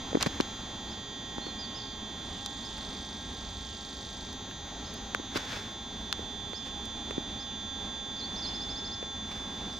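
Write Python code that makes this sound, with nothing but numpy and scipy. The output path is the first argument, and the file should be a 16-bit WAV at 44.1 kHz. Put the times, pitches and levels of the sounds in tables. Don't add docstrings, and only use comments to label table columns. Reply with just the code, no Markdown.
import sys
import numpy as np
from scipy import signal
from scipy.fft import rfft, irfft
from scipy.io import wavfile
from scipy.ndimage import uniform_filter1d

SR = 44100
rng = np.random.default_rng(int(sys.argv[2]) if len(sys.argv) > 2 else 0)


def unload_audio(sound):
    columns = np.transpose(np.atleast_2d(sound))
    steps = np.round(np.clip(columns, -1, 1) * 32767)
    wavfile.write(sys.argv[1], SR, steps.astype(np.int16))


N = 431738
TIME = np.arange(N) / SR


# t/s, f/Hz
SWITCHING = [(0, 268.68), (5.8, 269.24), (9.79, 269.0)]
# multiple, level/dB
HARMONICS = [(3, -73.5), (4, -61.5), (5, -65), (6, -61.5), (7, -60), (8, -71), (9, -68), (10, -71.5),
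             (11, -69), (14, -55), (15, -59.5), (16, -67), (17, -64), (18, -63), (19, -78), (20, -73),
             (21, -70), (22, -62), (23, -61.5), (25, -59), (26, -74), (27, -84), (28, -79), (29, -88.5),
             (31, -87), (33, -84.5), (35, -89.5)]
# t/s, level before trim/dB
LEVEL_12TH = [(0.5, -55.5), (5.08, -59.5), (7.02, -57.5), (9.79, -63.5)]
LEVEL_13TH = [(0.45, -52), (1.46, -49.5), (5.11, -53.5), (5.39, -49.5), (8.64, -43.5), (9.79, -46.5)]
LEVEL_24TH = [(0.45, -53), (0.89, -63), (5.42, -53), (5.62, -56.5), (9.21, -53.5), (9.79, -59)]
# multiple, level curve, trim/dB
STRONGEST = [(12, LEVEL_12TH, 6.5), (13, LEVEL_13TH, 3.5), (24, LEVEL_24TH, -0.5)]

def converter(fade_db=1.6, flutter_db=0.4, waver_rad=0.14, pan_db=-2.5, wander_db=-2.9, left_lag_s=26e-6):
    hz = in_time(SWITCHING)
    phase = 2 * np.pi * (np.cumsum(hz) / SR - hz.mean() * np.array([[left_lag_s], [0]]))
    levels = [(k, db + fade_db * drift(0.57)) for k, db in HARMONICS]
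    levels += [(k, in_time(curve) + trim_db) for k, curve, trim_db in STRONGEST]
    out = np.zeros((2, N))
    for k, db in levels:
        tone = np.sqrt(2) * np.sin(k * phase + rng.uniform(0, 2 * np.pi) + waver_rad * drift(2.7))
        gain = from_db(db + flutter_db * drift(7.9))
        out += tone * panned(gain, pan_db + wander_db * drift(0.57))
    return out


# f/Hz, density/(dB per Hz)
FAN_SPECTRUM = [(25, -69.5), (40, -71), (56, -66), (95, -72), (145, -76.5), (220, -66.5), (320, -75),
                (520, -82.5), (820, -78), (1300, -86.5), (2600, -91.5), (4200, -88.5), (7500, -109),
                (15000, -120)]
# f/Hz, nominal width/Hz, relative level/dB
DUCT_MODES = [(55.3, 5.5, -61), (81.8, 2.3, -57.5), (112.5, 4.4, -57), (269.6, 6.1, -56), (411.2, 13, -56),
              (546, 10.5, -64.5), (810, 6.7, -55), (872, 9.3, -59.5), (11940, 130, -76)]

def fans(unrest_db=1.39, duct_db=-4.5):
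    hum = sum(from_db(db + duct_db) * noise_band(hz, 1.74 * width) for hz, width, db in DUCT_MODES)
    return wide(FAN_SPECTRUM) * from_db(unrest_db * drift(2.95)) + hum


# t/s, level/dB, f/Hz, hardness (overtone over fundamental)/dB
KNOCKS = [(.130, -22, 400, -18), (.148, -15.5, 205, -30), (0.1529, -11, 303, -25), (.171, -17, 224, -10),
          (.210, -19, 1010, 2), (.2268, -9, 1200, 28), (.2305, -14.5, 900, 4), (.2622, -17, 335, -1),
          (.268, -17.5, 179, -3), (.402, -11, 275, -5), (.4083, -13, 1050, 12), (1.382, -24, 227, -2),
          (1.467, -25.5, 274, -7), (2.461, -19, 1280, 11), (2.7815, -33, 1800, -6), (4.329, -32, 1550, 20),
          (4.512, -29, 560, 12), (4.9405, -33, 2600, 12), (5.1478, -10.5, 427, 11),
          (5.198, -28.5, 262, -20), (5.358, -19.5, 302, -4), (5.3728, -19, 1400, -2),
          (6.1269, -11.5, 1220, 3), (6.193, -27.5, 364, -16), (6.533, -26.5, 375, -3),
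          (6.855, -35, 2200, 12), (7.109, -23, 370, 0), (7.18, -18.5, 238, -28), (9.0274, -25, 396, -5.5)]

def knocks(overtone_ratio=2.84, damping=0.71, rattle=0.41, rattle_s=0.0014,
           edge_hz=3600, edge_width_hz=4000, edge_db=-14.5, lag_cycles=0.14, lag_corner_hz=3000):
    out, t = np.zeros((2, N)), TIME[:SR // 20]
    for s, db, pitch_hz, hard_db in KNOCKS:
        noise = rng.standard_normal(len(t)) + rng.standard_normal((2, len(t)))
        loose = rattle * np.exp(-t / rattle_s) * noise
        low_db, high_db = db - max(hard_db, 0), db + min(hard_db, 0)
        overtone_hz = overtone_ratio * pitch_hz
        for hz, ring_db in (pitch_hz, low_db), (overtone_hz, high_db):
            force = (t == 0) + loose * hz / (hz + edge_hz)
            body = resonate(resonate(force, hz, damping * hz), hz, 2 * hz)
            lag_s = lag_cycles / hz / (1 + (hz / lag_corner_hz) ** 2)
            body[0] = np.interp(t - lag_s, t, body[0], left=0)
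            add(out, s, from_db(ring_db) * peak_one(body))
        edge = resonate((t == 0) + loose, np.sqrt(overtone_hz * edge_hz), edge_width_hz)
        edge = resonate(edge, edge_hz / 2, 2 * edge_width_hz)
        add(out, s, from_db(high_db + edge_db) * peak_one(edge))
    return out


# centre t/s, half length/s, level/dB
RUBS = [(.224, 0.017, -32), (0.267, 0.0073, -31), (0.34, 0.33, -48.5), (5.366, 0.012, -32),
        (5.395, 0.066, -42.5), (5.535, 0.056, -41), (5.6, 0.17, -48), (6.67, 0.02, -45),
        (9.319, 0.0091, -46), (9.373, 0.082, -49)]
# f/Hz, relative density/dB
RUB_SPECTRUM = [(150, 2.5), (400, -8.5), (1600, -3), (3000, -7), (5000, -7), (7500, -18.5), (15000, -35)]
# f/Hz, width/Hz, gain/dB
CASE_MODES = [(500, 91, 2.5), (1680, 380, -13.5)]

def rubs(grain_db=1.5):
    friction = swells(RUBS) * rms_one(wide(RUB_SPECTRUM) * from_db(grain_db * drift(170)))
    return friction + sum(from_db(db) * resonate(friction, hz, width) for hz, width, db in CASE_MODES)


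# t/s, length/s
ZOOM_PUSHES = [(2.2297, .99), (3.2297, 1.09), (9.7085, 1.0)]
BEEPS_HZ = (7620, 8010, 8010, 8010, 8010, 8010, 8410, 8410)
# f/Hz, relative density/dB
WHIRR_SPECTRUM = [(2000, -27), (3300, -9), (4200, 10), (5000, 12), (5900, 8), (7000, -15), (9500, -14),
                  (10800, -5), (15000, -36)]

def zoom_motor(steps_per_s=50, tick_hz=4400, tick_width_hz=1100, weak_db=-4, beep_db=-29, whirr_db=-26,
               level_db=-37, swell_db=4.5, peak_share=.72):
    steps, effort, t = np.zeros(N), np.zeros(N), TIME[:SR // steps_per_s]
    for start, length in ZOOM_PUSHES:
        for k, s in enumerate(np.arange(start, min(start + length, TIME[-1]), 1 / steps_per_s)):
            strong = k % 2
            hz = tick_hz * (1 + rng.normal(0, 0.05))
            tick = resonate(resonate(1.0 * (t == 0), hz, tick_width_hz), hz, tick_width_hz)
            tick_db = (0 if strong else weak_db) + rng.normal(0, 1.5)
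            add(steps, s, from_db(tick_db) * peak_one(tick))
            push = np.interp((s - start) / length, [0, peak_share, 1], [0, 1, 0])
            add(effort, s, np.full(len(t), from_db(level_db + swell_db * push)))
            if strong:
                beep = np.sin(2 * np.pi * rng.choice(BEEPS_HZ) * t) * signal.windows.tukey(len(t), .15)
                add(steps, s, from_db(beep_db) * beep)
    return effort * (steps + from_db(whirr_db) * rms_one(wide(WHIRR_SPECTRUM)))


def bird_note(length_s, start_hz, top_hz, end_hz, turn, db, quaver=0.008):
    u = np.linspace(0, 1, int(length_s * SR))
    climb = (start_hz - top_hz) * np.abs(1 - u / turn) ** 1.5
    fall = (end_hz - top_hz) * np.abs((u - turn) / (1 - turn)) ** 1.5
    jitter = rms_one(uniform_filter1d(rng.standard_normal(len(u)), size=60))
    hz = (top_hz + np.where(u < turn, climb, fall)) * (1 + quaver * jitter)
    return from_db(db) * signal.windows.tukey(len(u), .12) * np.sin(2 * np.pi * np.cumsum(hz) / SR)


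# t/s, length/s, relative level/dB
CHIRPS = [(.882, .058, -49), (2.632, .046, -45), (4.843, .04, -47), (6.54, .046, -42), (7.385, .048, -46),
          (8.355, .044, -42), (8.448, .048, -37)]
CHIRP_SHAPE = (4150, 5250, 3850, .76)
# t/s, length/s, top f/Hz, turn/share, relative level/dB
WHISTLES = [(1.41, .1, 4400, .5, -44), (1.585, .075, 4950, .25, -40), (1.745, .038, 5150, .7, -42),
            (4.882, .028, 5200, .7, -49), (4.93, .055, 5100, .9, -51), (8.222, .04, 4550, .85, -38)]
# t/s, length/s, top f/Hz, end f/Hz, relative level/dB
RASPS = [(8.194, 0.026, 4850, 4100, -40), (8.326, 0.095, 6030, 5730, -50),
         (8.421, 0.047, 4840, 3940, -36.5)]
TRILLS = [(1.785, 1.937, 60, -40, -47), (8.165, 8.203, 56, -43, -45)]
ANSWERS_S = [1.7, 2.31, 2.69, 3.66, 6.62, 7.46, 8.451]
# length/s, start f/Hz, top f/Hz, end f/Hz, turn/share
TRILL_SHAPE = (0.0066, 3100, 4850, 4150, 0.082)
ANSWER_SHAPE = (.1, 3050, 3100, 2800, .2)

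def birds(level_db=-2, pan_db=-5, echo_db=-5.5, echo_s=0.065, rasp=0.045, whistle_sag=.15,
          run_start_s=8.534, pair_every_s=.154, pair_gap_s=.069, run_chirp_s=.038, run_db=-40.5):
    song = np.zeros(N)
    run = [(run_start_s + k // 2 * pair_every_s + k % 2 * pair_gap_s, run_chirp_s, run_db)
           for k in range(6)]
    for s, length, db in CHIRPS + run:
        *pitches, turn = CHIRP_SHAPE
        detune = 1 + .008 * rng.standard_normal()
        add(song, s, bird_note(length, *np.array(pitches) * detune, turn, db))
    for s, length, hz, turn, db in WHISTLES:
        start_hz, end_hz = hz * (1 - whistle_sag * turn), hz * (1 - whistle_sag * (1 - turn))
        add(song, s, bird_note(length, start_hz, hz, end_hz, turn, db))
    for s, length, hz, end_hz, db in RASPS:
        add(song, s, bird_note(length, hz, hz, end_hz, turn=0.136, db=db, quaver=rasp))
    for s in ANSWERS_S:
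        add(song, s, bird_note(*ANSWER_SHAPE, db=-54, quaver=rasp))
    for start, end, per_s, first_db, last_db in TRILLS:
        for s in np.arange(start, end, 1 / per_s):
            add(song, s, bird_note(*TRILL_SHAPE, db=np.interp(s, [start, end], [first_db, last_db])))
    walls = rng.standard_normal((2, SR // 2)) * np.exp(-TIME[:SR // 2] / echo_s)
    echo = signal.fftconvolve(song[None], walls / np.linalg.norm(walls[0]), axes=1)[:, :N]
    return from_db(level_db) * (panned(song, pan_db) + from_db(echo_db) * echo)


RUMBLE_SWELLS = [(3.6, 0.91, -48.5), (7.0, .7, -53.5), (9.1, 0.47, -54)]

def rumble():
    return swells(RUMBLE_SWELLS) * noise_band(hz=56, width_hz=45)


# f/Hz, side over mid/dB
STEREO_WIDTH = [(30, -40), (80, -24), (160, -27.5), (350, -10.5), (700, -10.5), (1500, -5.5), (4000, -10),
                (12000, -18)]

def wide(spectrum):
    side = shaped(coloured(spectrum), STEREO_WIDTH)
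    return coloured(spectrum) + np.array([side, -side])


def coloured(spectrum):
    return shaped(rng.standard_normal(N), spectrum) * np.sqrt(SR / 2)


def shaped(x, curve):
    knots_hz, db = np.transpose(curve)
    hz = np.fft.rfftfreq(N, 1 / SR)
    return irfft(rfft(x) * from_db(np.interp(np.log(hz + 1), np.log(knots_hz), db)), N)


def noise_band(hz, width_hz):
    return rms_one(resonate(resonate(rng.standard_normal(N), hz, width_hz), hz, width_hz))


def resonate(x, hz, width_hz):
    r = np.exp(-np.pi * width_hz / SR)
    feedback = [1, -2 * r * np.cos(2 * np.pi * hz / SR), r * r]
    return signal.lfilter(np.array([1, 0, -1]) * (1 - r * r) / 2, feedback, x)


def drift(rate_hz):
    hop, settle = 100, 2000
    r = np.exp(-2 * np.pi * rate_hz * hop / SR)
    slow = signal.lfilter([1], [1, -2 * r, r * r], rng.standard_normal(N // hop + settle + 2))[settle:]
    return np.interp(np.arange(N) / hop, np.arange(len(slow)), rms_one(slow))


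def swells(rows):
    return sum(from_db(db) * np.exp(-((TIME - s) / half) ** 2) for s, half, db in rows)


def in_time(curve):
    return np.interp(TIME, *np.transpose(curve))


def panned(x, pan_db):
    return np.array([x * from_db(pan_db / 2), x * from_db(-pan_db / 2)])


def add(out, start_s, x):
    i = int(start_s * SR)
    out[..., i:i + x.shape[-1]] += x[..., :N - i]


def from_db(db):
    return 10 ** (np.asarray(db) / 20)


def rms_one(x):
    return x / np.sqrt(np.mean(x ** 2) + 1e-20)


def peak_one(x):
    return x / np.abs(x).max()


def scene():
    platform = converter() + fans() + rumble() + birds()
    handling = knocks() + rubs()
    handling -= 0.52 * resonate(handling, hz=8800, width_hz=3000)
    return platform + handling + zoom_motor()


def record(dry, low_cut_hz=22, high_cut_hz=15700):
    dry = signal.sosfilt(signal.butter(2, low_cut_hz, "high", fs=SR, output="sos"), dry)
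    return signal.sosfilt(signal.ellip(10, .1, 80, high_cut_hz, fs=SR, output="sos"), dry)


dry = scene()
out = record(dry)
unload_audio(out)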